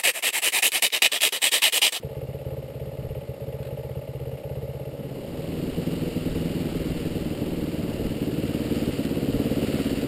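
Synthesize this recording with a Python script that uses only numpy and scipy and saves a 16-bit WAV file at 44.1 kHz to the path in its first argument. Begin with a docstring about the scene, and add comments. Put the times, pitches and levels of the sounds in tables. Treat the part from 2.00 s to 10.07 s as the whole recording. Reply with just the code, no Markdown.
"""A single-cylinder four-stroke trail motorcycle idles unevenly, then pulls away and chugs along a wet farm track.
Each firing sends pressure waves down the pipe, as a double puff under load; weak firings break the beat.
Knocks and ticks at fixed points of the engine cycle ring the case, and noise pulsing with them is the clatter.
Tyre rumble and wind grow as the bike pulls away; gusts, rattles and jolts come at set times.
A helmet camera in a closed housing hears it all, muffled."""
import sys
import numpy as np
from scipy import signal
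from scipy.fft import rfft, irfft, next_fast_len
from scipy.io import wavfile

SR = 44100
rng = np.random.default_rng(int(sys.argv[2]) if len(sys.argv) > 2 else 0)


def wav_record(signal):
    """Record a signal, one row per channel, as 16-bit PCM in the file named by sys.argv[1]."""
    frames = np.transpose(np.atleast_2d(signal))
    bounded = np.clip(frames, -1, 1)
    # unit amplitude maps onto the largest positive 16-bit level
    quanta = np.round(bounded * 32767).astype(np.int16)
    wavfile.write(sys.argv[1], SR, quanta)


N = 355887
TIME = np.arange(N) / SR

# Engine speed. Each row: time in seconds, firings per second.
ENGINE_SPEED = [(0.0, 16.22), (0.5, 17.23), (1.0, 17.17), (1.32, 15.6), (1.5, 16.28), (3.14, 16.97),
                (3.2, 16.37), (3.38, 20.38), (4.5, 20.56), (4.64, 19.9), (5.12, 19.93), (5.42, 18.79),
                (5.52, 19.42), (6.28, 18.01), (6.78, 18.47), (7.04, 16.79), (7.46, 17.68), (8.07, 17.14)]
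# Firings that burn badly. Each row: time in seconds, change of strength in dB.
WEAK_FIRINGS = [(0.11, -4), (0.41, -7), (0.64, -3.1), (0.7, -6.5), (0.93, -6), (1.23, -9), (1.35, -16),
                (2.03, -9), (2.39, -15), (2.93, -5.1), (3.43, -8), (3.73, -9), (3.83, -3.5), (3.97, -6.5),
                (4.12, -6.5), (4.22, -3), (4.31, -3), (4.51, -4.5), (4.71, -7), (5.01, -4.5), (5.11, -4),
                (5.37, -5), (5.94, -3), (6.16, -4.5), (6.33, -1.5), (6.66, -3), (6.93, -3.5)]
# The rider's hand. Each row: time in seconds, exhaust level in dB with the throttle open,
# lugging from 0 (light) to 1 (hard).
THROTTLE = [(3.0, -31, 0), (3.25, -36.5, 0), (3.55, -33, 0.04), (4.0, -30, 0), (5.0, -30, 0.09),
            (5.6, -31, 0.03), (6.2, -28.5, 0.37), (6.8, -25.5, 0.59), (7.12, -27, 0.43), (7.3, -25, 0.73),
            (7.9, -26, 0.83), (8.07, -27, 0.85)]
# Pressure waves of one idle firing, in order. 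Each entry: average height, the first being 1.
IDLE_WAVES = [1, 0.4, 0.6, 0.35, 0.22]
# Sharp waves that bark at idle. Each row: delay after the first in seconds, relative level in dB.
BARK_WAVES = [(0, 3.5), (.0091, 1.5), (0.016, -11.5)]
# Puffs of one firing under load: a puff of intake just before, blow-down, the piston's push, a last gasp. Each
# row: place as a share of the engine cycle, relative level in dB.
PUFFS = [(-.13, -16.5), (0, 0.5), (.248, -1.5), (0.484, -14.5)]
# Parts that meet in each engine cycle. Each row: place as a share of the cycle (above one half it
# falls before the firing time), then relative levels in dB: knock at idle, knock under load, tick.
CONTACTS = [(.69, -7.5, -13, 4.5), (.75, -4.5, -10.5, -5.5), (.83, -6.5, -17, -2), (0.0996, -5, -9.5, 2.5),
            (.33, -5, -6.5, -7)]
# Clatter of engine and chain. Each row: time in seconds, level in dB.
CLATTER_LEVEL = [(0, -54), (2.95, -53.5), (3.8, -46), (4.8, -44.5), (5.55, -47), (6.3, -45), (6.8, -42),
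                 (7.3, -44), (7.8, -39.5), (8.07, -43)]
# Small rattles of the bike. Each row: time in seconds, level in dB before a shared cut, decay in seconds.
RATTLES = [(1.629, -35, 0.0061), (1.65, -40, .01), (1.668, -40.5, .014), (4.973, -34, 0.0074),
           (5.3009, -35, .012), (7.0504, -27, .005), (7.791, -32, 0.015)]
# Jolts over ruts. Each row: time in seconds, level in dB.
JOLTS = [(7.632, -23), (7.787, -20)]
# Gusts on the helmet. Each row: time of the peak in seconds, half-length in seconds, peak level in dB.
GUSTS = [(1.057, 0.093, -45), (2.22, .05, -51), (4.75, 1.0, -39.5)]

# Resonances: tones that ring when struck. Each row: pitch in Hz, width in Hz, relative level in dB.
# The pipe at idle, then the idle bark and the broad band that shapes it:
IDLE_MODES = [(78, 21, 7.5), (141, 45, 3.5), (216, 34, -8.5)]
BARK_MODES = [(426, 96, 0), (518, 76, -1)]
BARK_BAND = [(482, 270, 0)]
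# The exhaust pulling lightly, the exhaust lugging hard, and its rushing gas (same columns):
LIGHT_MODES = [(89.4, 45, -9), (170.5, 37.5, -1), (260.5, 53, -1.5), (314, 40, -3), (466, 33, -10.5)]
LUG_MODES = [(86, 60, -4.5), (140, 73, -6.5), (241.3, 48.4, 4.5), (293.4, 94, -1), (454, 160, -11)]
GAS_MODES = [(352, 50, 1), (481, 32, 2.5), (583, 96, -9)]
# The engine case, the bright valve ticks, the loose parts and the jolted frame (same columns):
CASE_MODES = [(463, 35, -4.5), (551, 30, 0.5), (621.6, 54, -8), (844, 51, -14.5)]
TICK_MODES = [(1870, 690, 3.5), (2850, 340, 11)]
RATTLE_MODES = [(1380, 440, 8.2), (2000, 600, 2.5), (2580, 200, 9.6), (4040, 850, 2)]
JOLT_MODES = [(250.3, 140, 4), (470, 170, -1), (900, 300, -22)]

# Noise colours. Each row: frequency in Hz, relative strength there in dB.
# Clatter at a standstill, clatter when rolling, ground rumble, and wind:
IDLE_CLATTER = [(500, 6), (900, -3.5), (1200, 4), (1600, -3), (2100, 3), (2500, -2), (2850, 0), (3300, -4),
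                (4500, -5), (5500, -9.5), (7000, -30)]
ROLL_CLATTER = [(500, -23), (900, -9.5), (1300, 3.5), (1550, -0.5), (2100, 2.5), (2500, 1), (2850, 7.5),
                (3400, -2), (4700, -1.5), (5500, -9), (7000, -37)]
RUMBLE = [(30, -78), (70, -9), (120, -1.5), (170, -0.5), (300, -3.5), (400, -3), (500, -11.5), (650, -12.5),
          (800, -20), (1200, -27.5)]
WIND = [(12, -5), (25, -13), (42, -1.5), (65, -7), (130, -11), (400, -41)]

# The throttle opens and the bike gets rolling: start and length (s)
OPEN_S, OPENING_S = 2.755, 0.84
ROLL_OFF_S, GATHERING_S = 2.84, 0.65
# Chance spread of every firing (dB)
FIRING_SPREAD_DB = .5
# Under load each firing makes up for this share of the last one's lack or excess, so the beat see-saws
REBOUND = 0.33
# Rate of the pipe's bouncing waves (Hz), and turbulence in the pipe (0-1), both at idle
IDLE_PIPE_HZ, RAGGED_IDLE = 133.1, 0.39
# Hollow beat at idle, the change of beat and bark as the throttle opens, and engine knock (dB)
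BEAT_DB, BEAT_OPEN_DB, KNOCK_DB = -34, -13, -41.5
# Chance spread of the puffs in time (s) and level (dB)
PUFF_JITTER_S, PUFF_SPREAD_DB = .00018, .7
# Above the idle rate (firings per s) the puffs come earlier (s for each extra firing per s)
IDLE_RATE, ADVANCE_S = 17.0, 0.00187
# Ground rumble at a standstill, the tyre rumble added under way, and air on the helmet when riding (dB)
STANDING_RUMBLE_DB, TYRES_DB, RIDE_WIND_DB = -45.5, -36, -45
# The camera's mirror point and top limit (Hz)
MIRROR_HZ, CUTOFF_HZ = 12000, 15400


def from_db(db):
    """Turn decibels into gain."""
    return 10 ** (np.asarray(db) / 20)


def rms_one(x):
    """Scale to an rms (average strength) of 1."""
    return x / np.sqrt(np.mean(x ** 2) + 1e-20)


def in_time(rows):
    """Draw each column of a timed table as a smooth line, sample by sample."""
    s, *columns = np.transpose(rows)
    return [np.interp(TIME, s, column) for column in columns]


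def ramp(start_s, length_s):
    """Rise evenly from 0 to 1."""
    return np.clip((TIME - start_s) / length_s, 0, 1)


def opening():
    """How far the throttle is open, 0-1."""
    return ramp(OPEN_S, OPENING_S)


def rolling():
    """How far the bike has got under way, 0-1."""
    return ramp(ROLL_OFF_S, GATHERING_S)


def low_pass(x, hz, order=2):
    """Take away the sound above a frequency (Butterworth filter)."""
    return signal.sosfilt(signal.butter(order, min(hz, .45 * SR), fs=SR, output="sos"), x)


def drift(hz):
    """Slow random wandering with a spread of 1."""
    settling = SR  # the filter's first second is thrown away
    return rms_one(low_pass(rng.standard_normal(N + settling), hz)[settling:])


def noise(colour):
    """Random noise of rms 1 with a given spectrum."""
    hz, db = np.transpose(colour)
    size = next_fast_len(N)
    bins_hz = np.maximum(np.arange(size // 2 + 1) * SR / size, 1)
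    gain = from_db(np.interp(np.log(bins_hz), np.log(hz), db, right=-120))
    spectrum = rfft(rng.standard_normal(size)) * gain
    return rms_one(irfft(spectrum, size)[:N])


def clicks(times, sizes):
    """Single-moment clicks, each shared between its two nearest samples."""
    at = np.clip(np.ravel(times) * SR, 0, N)
    first, sizes = at.astype(int), np.ravel(sizes)
    early = np.bincount(first, sizes * (1 - at + first), N + 2)
    late = np.bincount(first + 1, sizes * (at - first), N + 2)
    return (early + late)[:N] + 1e-18


def ringing_poles(hz, width_hz):
    """Filter numbers of one resonance, and how much it keeps from sample to sample."""
    r = np.exp(-np.pi * width_hz / SR)
    return [1, -2 * r * np.cos(2 * np.pi * hz / SR), r * r], r


def resonate(x, modes):
    """Ring several resonances side by side, with alternating signs."""
    out = 0
    for k, (hz, width_hz, db) in enumerate(modes):
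        poles, r = ringing_poles(hz, width_hz)
        gain = (-1) ** k * from_db(db) * (1 - r * r) / 2
        out = out + gain * signal.lfilter([1, 0, -1], poles, x)
    return out


def disperse(x, hz, width_hz):
    """The silencer chambers delay one band more than the rest: waves spread but keep their colour."""
    poles, _ = ringing_poles(hz, width_hz)
    return signal.lfilter(poles[::-1], poles, x)


def fade(x, seconds):
    """Give every click a tail that dies away exponentially."""
    return signal.lfilter([1], [1, -np.exp(-1 / (seconds * SR))], x)


def trail(x, seconds):
    """A dying puff of noise after every click."""
    return fade(x, seconds) * rng.standard_normal(N) / np.sqrt(seconds * SR)


def firings():
    """Time, cycle length and strength of each firing; under load a weak one leaves fuel for the next."""
    rate, = in_time(ENGINE_SPEED)
    cycles = np.cumsum(rate) / SR
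    times = np.interp(np.arange(150) + .75, cycles, TIME, right=N / SR)
    db = rng.normal(0, FIRING_SPREAD_DB, len(times))
    for s, weak_db in WEAK_FIRINGS:
        db[np.argmin(abs(times - s))] += weak_db
    rebound = np.clip(REBOUND, 0, .9) * np.interp(times, TIME, opening())
    for k in range(1, len(times)):
        db[k] -= rebound[k] * db[k - 1]
    strength = from_db(db) * (times < TIME[-1])  # firings past the end are silent
    return times, 1 / np.interp(times, TIME, rate), strength


def pipe_waves(times, heights, scatter=.05, gas_noise=.45, gas_s=.003):
    """Each blow-down bounces along the pipe; turbulence shifts the waves and trails them with noise."""
    trips_s = np.exp(scatter * RAGGED_IDLE * rng.standard_normal(heights.shape)) / IDLE_PIPE_HZ
    arrivals = times[:, None] + np.cumsum(trips_s, axis=1) - trips_s[:, :1]
    sizes = heights * np.exp(.2 * RAGGED_IDLE * rng.standard_normal(heights.shape))
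    waves = clicks(arrivals, sizes)
    return waves + gas_noise * RAGGED_IDLE * trail(waves, gas_s)


def idle_beat(times, strength, lead_s=0.00312):
    """The hollow beat of a closed throttle: bouncing waves ring the pipe, softer as the throttle opens."""
    waves = pipe_waves(times - lead_s, np.outer(strength, IDLE_WAVES))
    beat = rms_one(low_pass(resonate(waves, IDLE_MODES), hz=416, order=4))
    return from_db(BEAT_DB + BEAT_OPEN_DB * opening()) * beat


def idle_bark(times, strength, lead_s=0.00221, jitter_s=.0001, level_db=-41):
    """The first, sharp waves of an idle firing ring higher up as a bark, softer as the throttle opens."""
    delay_s, db = np.transpose(BARK_WAVES)
    at = times[:, None] - lead_s + delay_s + rng.normal(0, jitter_s, (len(times), len(db)))
    waves = clicks(at, strength[:, None] * from_db(db))
    bark = resonate(resonate(waves, BARK_MODES), BARK_BAND)
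    return from_db(level_db + BEAT_OPEN_DB * opening()) * rms_one(low_pass(bark, hz=700, order=4))


def engine_contacts(times, cycle_s, jitter_s=.0005, spread_db=1.4):
    """Piston slap and valve seating recur at fixed crank angles: clicks for dull knocks and bright ticks."""
    share, idle_db, load_db, tick_db = np.transpose(CONTACTS)
    shape = (len(times), len(share))
    nearest_share = share - np.round(share)
    at = times[:, None] + cycle_s[:, None] * nearest_share + rng.normal(0, jitter_s, shape)
    sizes = from_db(rng.normal(0, spread_db, shape)) * (times < TIME[-1])[:, None]
    opened = np.interp(times, TIME, opening())[:, None]
    knock_db = idle_db + opened * (load_db - idle_db)
    return clicks(at, sizes * from_db(knock_db)), clicks(at, sizes * from_db(tick_db))


def engine_knock(contacts, chatter=.35, chatter_s=.005):
    """The contacts chatter briefly and ring the engine case."""
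    blows = contacts + chatter * trail(contacts, chatter_s)
    return from_db(KNOCK_DB) * rms_one(low_pass(resonate(blows, CASE_MODES), hz=1030, order=4))


def valve_ticks(contacts, tick_db=-59.5):
    """The contacts also give a short bright rasp of ringing noise."""
    rasp = fade(abs(contacts), .007) * rng.standard_normal(N)
    return from_db(tick_db) * rms_one(resonate(rasp, TICK_MODES))


def clatter(contacts, swell_s=0.024, idle_swell=0.45, roll_swell=0.64, grain_db=1.0):
    """Gear hiss pulses with the engine; once rolling, chain and wet grit give a grainier noise."""
    clatter_db, = in_time(CLATTER_LEVEL)
    beat = rms_one(fade(abs(contacts), swell_s))
    standing = rms_one(noise(IDLE_CLATTER) * np.hypot(1, idle_swell * beat))
    grain = from_db(grain_db * drift(hz=164))
    moving = rms_one(noise(ROLL_CLATTER) * np.hypot(1, roll_swell * beat) * grain)
    # square roots keep the power steady while one noise replaces the other
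    return from_db(clatter_db) * (np.sqrt(1 - rolling()) * standing + np.sqrt(rolling()) * moving)


def ground_rumble(bump_db=1.5):
    """Low, bumpy noise from the ground; knobbly tyres add to it as the bike gets under way."""
    level = from_db(STANDING_RUMBLE_DB) + rolling() * from_db(TYRES_DB)
    return level * rms_one(noise(RUMBLE) * from_db(bump_db * drift(hz=25)))


def wind(gust_db=-4.5):
    """Air buffets the helmet as low, wavering noise, in gusts and as the bike moves."""
    gusts = sum(from_db(db) * np.exp(-((TIME - s) / half_s) ** 2) for s, half_s, db in GUSTS)
    air = rolling() * from_db(RIDE_WIND_DB) + gusts
    return air * rms_one(noise(WIND) * from_db(gust_db * drift(hz=4.2)))


def rattles(level_db=-9):
    """Loose parts clack and scuff: short fading bursts of ringing noise."""
    shake = sum(fade(clicks([s], [from_db(db + level_db)]), scuff_s) for s, db, scuff_s in RATTLES)
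    return shake * rms_one(resonate(rng.standard_normal(N), RATTLE_MODES))


def exhaust(times, cycle_s, strength, lead_s=0.004245, gas_s=0.021, gas_db=-10):
    """Under load each firing puffs into the silencer, which booms when lugging; rushing gas roughens it."""
    pull_db, lug = in_time(THROTTLE)
    lug = np.clip(lug, 0, 1)
    share, db = np.transpose(PUFFS)
    shape = (len(times), len(share))
    opens = times - lead_s - ADVANCE_S * (1 / cycle_s - IDLE_RATE)
    at = opens[:, None] + cycle_s[:, None] * share + rng.normal(0, PUFF_JITTER_S, shape)
    puffs = clicks(at, strength[:, None] * from_db(db + rng.normal(0, PUFF_SPREAD_DB, shape)))
    spread = disperse(puffs, hz=268.5, width_hz=105)

    def voice(x, modes):
        """Ring the exhaust and soften it to an rms of 1."""
        return rms_one(low_pass(resonate(x, modes), hz=675, order=4))

    light = voice(spread, LIGHT_MODES)
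    hard = voice(spread, LUG_MODES)
    gas = voice(trail(puffs, gas_s), GAS_MODES)
    return opening() * from_db(pull_db) * (from_db(gas_db) * gas - (1 - lug) * light - lug * hard)


def jolts(thud_s=0.011):
    """The frame thuds over ruts: fading bursts of low ringing noise."""
    s, db = np.transpose(JOLTS)
    shake = fade(clicks(s, from_db(db)), thud_s)
    return shake * rms_one(low_pass(resonate(rng.standard_normal(N), JOLT_MODES), hz=1100, order=4))


def scene():
    """The bike and the track, heard from the rider's helmet."""
    times, cycle_s, strength = firings()
    knocks, ticks = engine_contacts(times, cycle_s)
    engine = idle_beat(times, strength) + idle_bark(times, strength) + exhaust(times, cycle_s, strength)
    engine = engine + engine_knock(knocks) + valve_ticks(ticks)
    surroundings = ground_rumble() + wind()
    return (engine + clatter(ticks) + rattles() + jolts() + surroundings)[None]


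def record(dry, mirror_db=7.0):
    """The camera keeps a narrow band; its resampling mirrors a thin copy around 12 kHz; the top is cut."""
    narrow = low_pass(dry, hz=5550, order=10)
    thin = np.diff(narrow, prepend=0)
    mirror = low_pass(thin * np.cos(2 * np.pi * MIRROR_HZ * TIME), hz=10300, order=1)
    top_cut = signal.ellip(10, .2, 90, CUTOFF_HZ, fs=SR, output="sos")
    return signal.sosfilt(top_cut, narrow + from_db(mirror_db) * mirror)


dry = scene()
out = record(dry)
wav_record(out)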